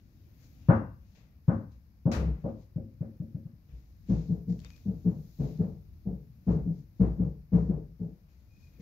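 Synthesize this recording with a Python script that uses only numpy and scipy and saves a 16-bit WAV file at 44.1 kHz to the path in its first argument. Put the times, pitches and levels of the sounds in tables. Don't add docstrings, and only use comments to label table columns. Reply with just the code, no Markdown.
import sys
import numpy as np
from scipy import signal
from scipy.fft import rfft, irfft, next_fast_len
from scipy.io import wavfile
from scipy.ndimage import uniform_filter1d

SR = 44100
rng = np.random.default_rng(int(sys.argv[2]) if len(sys.argv) > 2 else 0)


def natural_amplitude(level_db):
    exponent = np.asarray(level_db, float) / 20
    return 10 ** exponent


def unload_wav(signal):
    wavfile.write(
        sys.argv[1],
        SR,
        np.round(np.clip(np.atleast_2d(signal).T, -1, 1) * 32767).astype(np.int16),
    )


N = 388554
T = np.arange(N) / SR

# start_s, thud_peak_db, low_air_db, dull_air_db, clear_air_db, bright_air_db
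BOUNCES = [
    (0.685, -9.5, -27, -27, -26.5, -45.5),
    (1.479, -13.5, -31.5, -35, -38, -58),
    (2.054, -16.5, -30, -33.5, -47, -78),
    (2.439, -27.5, -39, -35.5, -52, -82),
    (2.758, -25, -43, -47, -79, -85.5),
    (3.006, -25.5, -44.5, -48, -70.5, -74.5),
    (3.198, -27.5, -44.5, -56.5, -92, -85),
    (3.344, -28.5, -47.5, -59.5, -91, -81),
    (3.452, -35.5, -56.5, -72, -81, -86),
    (3.526, -46.5, -84, -78, -90, -89.5),
]
# pitch_hz, level_db (per Hz)
BOUNCE_AIR = [(26, -43), (45, -20), (107, 0), (141, -7.5), (189, -7), (229, -2.5), (356, -10.5), (413, -20),
              (544, -8), (658, -20.5), (1190, -27), (1350, -32.5), (1530, -31.5), (2590, -58.5),
              (7000, -97), (9100, -108), (15400, -120)]
# pitch_hz, level_db (over the air around it), t60_s
SHELL = [(76, -10, 0.33), (110.2, -6.5, .3), (230, -5, 0.095), (534.6, -9.5, 0.36), (599.3, -6.5, .13),
         (707.5, -8.5, 0.16), (789, -11, 0.25), (1265, -13.5, 0.22), (1500, -11.5, .25)]
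# pitch_hz, level_db, t60_s
RIM = [(2140, -67, .4), (2745, -67.5, 0.6)]
THUD_HZ, THUD_S = 142, 0.017

# start_s,
# peak_db, board_pitch_hz, push_s, boom_db, air_db
BUMPS = [(2.151, -34, 172, 0.056, -22.5, -33), (2.204, -29, 178, 0.018, -26.5, -41),
         (2.254, -30, 169, 0.034, -30.5, -44), (3.719, -50, 164, 0.022, -36.5, -68),
         (4.087, -18, 190.4, 0.05, -28, -32.5), (4.285, -23, 180.3, 0.05, -40.5, -39),
         (4.469, -24.5, 181.3, 0.06, -37.5, -43), (4.854, -25, 197.4, 0.056, -39.5, -40),
         (5.044, -19.5, 181.3, 0.05, -40, -35), (5.388, -22.5, 154, 0.034, -35, -36),
         (5.413, -27.5, 158.5, 0.05, -47.5, -38.5), (5.464, -35.5, 165, 0.097, -40, -53),
         (5.589, -20, 179.5, 0.034, -38, -34.5), (6.054, -27, 197.6, 0.034, -37, -40),
         (6.113, -36.5, 187, 0.041, -42, -54.5), (6.467, -17.5, 184, 0.05, -26, -27.5),
         (6.5, -35.5, 170.5, 0.065, -40.5, -37), (6.541, -23.5, 171.6, 0.039, -27.5, -46.5),
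         (6.652, -24.5, 177.8, 0.05, -50, -44), (6.996, -14.5, 187.8, 0.037, -21, -28),
         (7.184, -20, 182.3, 0.05, -29, -34.5), (7.519, -16, 180, 0.05, -25, -27.5),
         (7.634, -33.5, 173.7, 0.054, -35, -45.5), (7.684, -21.5, 188.6, 0.026, -35.5, -36),
         (7.749, -40.5, 164, 0.02, -40.5, -47), (7.994, -28, 179.6, 0.05, -43, -42.5),
         (8.785, -36.5, 164, 0.12, -58, -48.5)]
# pitch_hz, level_db (per Hz)
BUMP_AIR = [(47, -32), (80, -14), (91, -19), (123, -13), (151, 1), (169, 0.5), (260, -16.5), (319, -18),
            (371, -29), (431, -19), (510, -28), (663, -34.5), (877, -40.5), (3440, -72.5), (7000, -80.5),
            (9100, -103), (15400, -120)]
# pitch_hz, level_db (relative to the board), t60_s
TUB = [(108.5, -9.5, 0.29), (244.7, -11, 0.04), (310.3, -22, 0.26), (442, -23, .2)]
# pitch_hz, level_db, t60_s
BOOM = [(60.96, 0, .45), (52.4, -15.5, 0.99), (68.8, -15, 0.18)]
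BOARD_T60_S, BOARD_SAG = 0.06, 0.15

# pitch_hz, level_db (per Hz)
SLAP = [(240, -54), (400, -20), (536, -1), (644, -6.5), (1050, -9.5), (1390, -9), (1520, -13.5),
        (2560, -17), (3380, -24), (3940, -19), (6440, -21), (8490, -36.5), (12500, -34), (15700, -39.5)]
SLAP_S = 2.115

# start_s, rustle_db, extra_body_db (below 3 kHz)
STRAW = [
    [(0.0, -81.5, 8), (0.008, -87.5, 0), (0.358, -83.5, 4.5), (0.442, -73, 0.5), (0.51, -79, 1),
     (0.776, -80, 9), (0.866, -100, 2.5), (0.994, -91, -9), (1.02, -87.5, 4), (1.12, -81.5, -0.5)],
    [(1.4, -100, 2), (1.532, -81, 3), (1.694, -100, -12), (1.718, -81, 1.5), (1.818, -97, 2),
     (2.014, -95, 0), (2.05, -100, 7.5)],
    [(2.5, -84.5, 9), (2.55, -89, 3), (2.62, -79, -2), (2.73, -99, 1), (3.33, -91, 1.5), (3.53, -100, 4),
     (3.78, -82, -2), (3.99, -86, -4.5), (4.06, -82.5, 0.5), (4.1, -69.5, 3.5), (4.19, -70, 1),
     (4.45, -87, -4), (4.48, -84, 0), (4.5, -70, -11), (4.57, -78.5, -2), (4.59, -74.5, -11),
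     (4.66, -71.5, 9.5), (4.68, -72, 2), (4.91, -81, -1), (5.36, -77.5, -4.5), (5.45, -70.5, -3),
     (5.79, -87, 0.5), (6.43, -89.5, 1), (6.52, -74, -2), (6.66, -87.5, 3), (6.79, -81, -2),
     (6.91, -97, -1.5), (7.03, -76, 0.5), (7.21, -89, 0), (7.25, -83.5, 1), (7.49, -100, -2),
     (7.54, -80, 1.5), (7.58, -77.5, 0), (7.95, -99, 1.5), (8.02, -88, -0.5), (8.28, -95, 6.5),
     (8.3, -84.5, 3), (8.49, -88, -4), (8.63, -77, -3.5), (8.79, -85, 8.5), (8.81, -73, 6)],
]
# pitch_hz, level_db (per Hz)
RUSTLE = [(280, -30), (480, 1), (886, -10.5), (1560, -10), (1810, -8.5), (2220, -7.5), (2480, -6),
          (3020, -12), (3590, -9.5), (3860, -7.5), (6790, -9), (9000, -33.5), (11700, -62.5), (19800, -120)]
# start_s, level_db, extra_body_db
SWISHES = [
    (1.148, -68, 5),
    (3.685, -80.5, 11.5),
    (4.09, -76.5, 2.5),
    (5.4, -69, 6),
    (8.27, -85, 11),
    (8.395, -80, 0.5),
]
# start_s, peak_db, ring_hz
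TICKS = [(4.498, -55.5, 2020), (4.503, -65, 2020), (4.5052, -56, 2200), (4.5256, -53, 2070),
         (4.5922, -52, 4380), (4.6021, -50.5, 4470), (4.618, -57, 4700), (4.6478, -44, 4500),
         (4.6647, -56, 3640), (4.7042, -48.5, 2360), (4.7346, -58, 2510), (4.762, -55, 2540),
         (4.7654, -52, 2330), (4.7794, -55.5, 5100), (4.7928, -69, 4400), (5.575, -58.5, 3990)]
# start_s, level_db
SQUEAK = [
    [(4.65, -71), (4.75, -70.5), (4.812, -91), (4.82, -81)],
    [(8.49, -85), (8.52, -77.5), (8.564, -72), (8.6, -82), (8.626, -71.5), (8.71, -83), (8.77, -82)],
]
SQUEAK_HZ = 2470

# pitch_hz, level_db (per Hz)
HUSH = [(13, -40.5), (22, -12), (59, 3), (87, 0), (159, -9.5), (317, -21.5), (394, -32), (977, -40.5),
        (2360, -44), (3280, -52.5), (5090, -47), (6700, -53.5), (8340, -63), (12300, -42.5), (15700, -44.5)]
HUSH_DB = -53
# start_s, level_db
RUMBLE = [(0, -2.5), (.6, 0.5), (1.3, -3), (1.9, -3), (2.02, -4.5), (2.6, -1), (3.6, -4.5), (4.05, 0.5),
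          (5.3, 2.5), (6, 0), (6.4, -0.5), (8.3, -4.5), (8.8, 0)]
# start_s, level_db
HISS = [(0.0, -87), (0.47, -79), (0.83, -85.5), (2.06, -87), (2.18, -86), (2.92, -87), (3.26, -84.5),
        (3.53, -86.5), (4.59, -82), (4.69, -79.5), (5.0, -82), (5.44, -76.5), (5.74, -84), (6.38, -83.5),
        (7.83, -86.5), (8.54, -85.5), (8.81, -80.5)]

# pitch_hz, t60_s
ROOM_T60 = [(45, 0.27), (110, 0.51), (280, 0.36), (740, 0.35), (2000, 0.37), (5000, 0.22), (12000, 0.26)]
# pitch_hz, left_right_correlation
LIKENESS = [(60, 0.91), (130, 0.98), (290, 0.86), (640, .52), (1410, -0.25), (3100, 0), (16000, 0.17)]
# pitch_hz, left_minus_right_db
LEAN = [(60, 2.5), (150, 3.5), (350, 3.5), (700, 4), (1300, 4.5), (2400, 5.4), (4800, 11), (6500, 10.5),
        (9000, 1), (13000, 2.5)]
LOW_CUT_HZ, TOP_HZ = 38, 15750


def on_log(table, hz):
    table_hz, value = np.transpose(table)
    return np.interp(np.log(np.maximum(hz, 1)), np.log(table_hz), value)


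def add(out, x, start_s):
    i = int(start_s * SR)
    x = x[..., :N - i]
    out[:, i:i + x.shape[-1]] += x


def walk(rate_hz):
    hold = int(SR / rate_hz)
    steps = np.repeat(rng.standard_normal(N // hold + 1), hold)
    return 1.3 * uniform_filter1d(uniform_filter1d(steps, hold), hold)[:N]


def bands(spectrum, size):
    size_fft = next_fast_len(size)
    hz = np.fft.rfftfreq(size_fft, 1 / SR)
    alike = np.clip(on_log(LIKENESS, hz), -1, 1)
    mid, side = rfft(rng.standard_normal((2, size_fft))) * np.sqrt([1 + alike, 1 - alike])
    left_right = np.array([mid + side, mid - side])
    gain = natural_amplitude(on_log(spectrum, hz)) * (hz > spectrum[0][0]) * (hz < spectrum[-1][0])
    gain /= np.sqrt(2 * np.mean(gain ** 2))
    place = 2 * np.log2(np.maximum(hz, 1))
    heard = place[gain > 0]
    for k in range(int(heard[0]), int(heard[-1]) + 2):
        crossfade = np.clip(1 - abs(place - k), 0, 1)
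        yield 2 ** (k / 2), irfft(left_right * crossfade * gain, size_fft)[:, :size]


def tail(spectrum, swell_s, first, attack_s, splits_hz=(), linger=1.0):
    t = T[:36000]
    out = np.zeros((len(splits_hz) + 1, 2, len(t)))
    for hz, sound in bands(spectrum, size=len(t)):
        fade = np.exp(-np.log(1000) * t / on_log(ROOM_T60, hz) / linger)
        out[np.searchsorted(splits_hz, hz)] += sound * fade
    attack = 1 - np.exp(-t / attack_s)
    swell = first + (1 - first) * (1 - np.exp(-t / swell_s)) ** 2
    return out * attack * swell


def ring(hz, rise_s, push_s, t60_s, sag=0.0):
    t = T[:int((push_s + t60_s) * SR)]
    bend = 1 + sag * (0.5 - np.clip(t / push_s, 0, 1))
    turns = np.cumsum(hz * bend) / SR
    grow = 1 - np.exp(-t / rise_s)
    fade = np.exp(-np.log(1000) * np.maximum(t - push_s, 0) / t60_s)
    return -np.sin(2 * np.pi * turns) * grow * fade


def bounces():
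    out = np.zeros((2, N))
    slices_hz = 2 ** np.arange(4.5, 14.5, 0.5)
    splits_hz = slices_hz[:-1] * 2 ** 0.25
    usual = [(230, -6), (540, -6), (1150, -16), (2200, -36)]  # Hz, usual dB of low, dull, clear and bright air
    t = T[:int(THUD_S * SR)]
    thud = -np.sin(2 * np.pi * THUD_HZ * t) * np.sin(np.pi * t / THUD_S) ** 0.8

    same = tail(BOUNCE_AIR, 0.012, 0.17, 0.003, splits_hz)
    for hz, db, t60_s in SHELL:
        pair = ring(hz, 0.0059, 0.01, t60_s) + 0.31 * ring(1.012 * hz, 0.01, 0.01, t60_s)
        late = np.pad(pair, (600, 36000))[:same.shape[-1]]
        same[np.searchsorted(splits_hz, hz)] += natural_amplitude(db + on_log(usual, hz)) * late

    for start_s, thud_db, *air_db in BOUNCES:
        add(out, natural_amplitude(thud_db + 3) * thud, start_s + 0.0016)
        colour = [(hz, db - usual_db + 5) for (hz, usual_db), db in zip(usual, air_db)]
        own = tail(BOUNCE_AIR, 0.015, 0.4, 0.0033, splits_hz)
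        answer = 0.8 * same + 0.47 * own
        add(out, np.tensordot(natural_amplitude(on_log(colour, slices_hz)), answer, axes=1), start_s)

    for hz, db, t60_s in RIM:
        pair = ring(hz, 0.02, 0.02, t60_s) + 0.5 * ring(0.91 * hz, 0.016, 0.02, t60_s)
        add(out, natural_amplitude(db) * pair, BOUNCES[0][0])
    return out


def bumps():
    out = np.zeros((2, N))
    for start_s, db, board_hz, push_s, boom_db, air_db in BUMPS:
        add(out, natural_amplitude(db) * ring(board_hz, 0.3 * push_s, push_s, BOARD_T60_S, BOARD_SAG), start_s)
        for hz, mode_db, t60_s in BOOM:
            detune = 1 + 0.043 * rng.standard_normal()
            boom = ring(hz * detune, 0.53 * push_s, push_s + 0.005, t60_s)
            add(out, natural_amplitude(boom_db + mode_db) * boom, start_s)
        for hz, mode_db, t60_s in TUB:
            detune = 1 + 0.04 * rng.standard_normal()
            luck_db = 0.97 * rng.standard_normal()
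            tub = ring(hz * detune, 0.011, 0.6 * push_s, t60_s)
            add(out, natural_amplitude(db + mode_db + luck_db) * tub, start_s)
        low, air, edge = tail(BUMP_AIR, 0.56 * push_s, 0.1, 0.0058, splits_hz=(290, 900))
        edge_db = air_db + 17.5 + 0.58 * (air_db + 31.5)
        add(out, natural_amplitude(db - 2.5) * low + natural_amplitude(air_db + 19) * air + natural_amplitude(edge_db) * edge, start_s)
    return out


def slap():
    out = np.zeros((2, N))
    pen = tail(SLAP, 0.019, 0.39, 0.00083)[0]
    next_room = tail(SLAP, 0.042, 0.1, 0.002, linger=1.54)[0]
    add(out, natural_amplitude(-32) * pen + natural_amplitude(-39.5) * next_room, SLAP_S)
    return out


def rustle():
    start_s, *columns = np.vstack(STRAW).T
    rustle_db, body_db = (np.interp(T, start_s, column) for column in columns)
    out = np.zeros((2, N))
    for hz, sound in bands(RUSTLE, size=N):
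        out += sound * natural_amplitude(walk(12) + (hz < 3000) * body_db)
    return out * natural_amplitude(rustle_db + 4)


def brushes():
    out = np.zeros((2, N))
    for start_s, db, extra_db in SWISHES:
        body, top = tail(RUSTLE, 0.02, 0.7, 0.002, splits_hz=(3000,), linger=2.0)
        add(out, natural_amplitude(db) * (top + natural_amplitude(extra_db) * body), start_s)
    return out


def ticks():
    out = np.zeros((2, N))
    t = T[:1500]
    stalk = signal.butter(3, [700, 6800], "bandpass", fs=SR, output="sos")
    for start_s, db, hz in TICKS:
        crack = np.exp(-t / 0.00055) + 0.078 * np.exp(-t / 0.0058)
        tick = rng.standard_normal((2, len(t))) * crack
        tick += 0.2 * np.sin(2 * np.pi * hz * t) * np.exp(-t / 0.0023)
        tick_db = db + 4.5 + 0.3 * (db + 45.5)
        add(out, natural_amplitude(tick_db) * signal.sosfilt(stalk, tick), start_s)
    add(out, natural_amplitude(-62.5) * ring(3650, 0.003, 0.012, 0.049), 4.652)
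    return out


def squeak():
    shake = walk(150) + 1j * walk(150)
    flutter = np.real(shake * np.exp(2j * np.pi * SQUEAK_HZ * T))
    level = sum(natural_amplitude(np.interp(T, *np.transpose(rows), -200, -200)) for rows in SQUEAK)
    return flutter * level


def hush():
    out = np.zeros((2, N))
    rumble_db = np.interp(T, *np.transpose(RUMBLE))
    hiss_db = np.interp(T, *np.transpose(HISS)) + 84
    for hz, sound in bands(HUSH, size=N):
        out += sound * natural_amplitude((hz < 450) * (rumble_db + 2.5 * walk(7)) + (hz > 9000) * hiss_db)
    return out * natural_amplitude(HUSH_DB)


def scene():
    return bounces() + bumps() + slap() + rustle() + brushes() + ticks() + squeak() + hush()


def low_pass(x):
    return signal.sosfilt(signal.butter(12, 15970, fs=SR, output="sos"), x)


def record(dry):
    size = next_fast_len(N)
    hz = np.fft.rfftfreq(size, 1 / SR)
    lean_db = on_log(LEAN, hz) / 2
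    ports = natural_amplitude(np.array([lean_db, -lean_db])) * (hz < TOP_HZ)
    mix = irfft(rfft(dry, size) * ports, size)[:, :N]
    low_cut = signal.butter(2, LOW_CUT_HZ, "highpass", fs=SR, output="sos")
    mix = signal.sosfilt(low_cut, mix)
    return low_pass(mix)


dry = scene()
out = record(dry)
unload_wav(out)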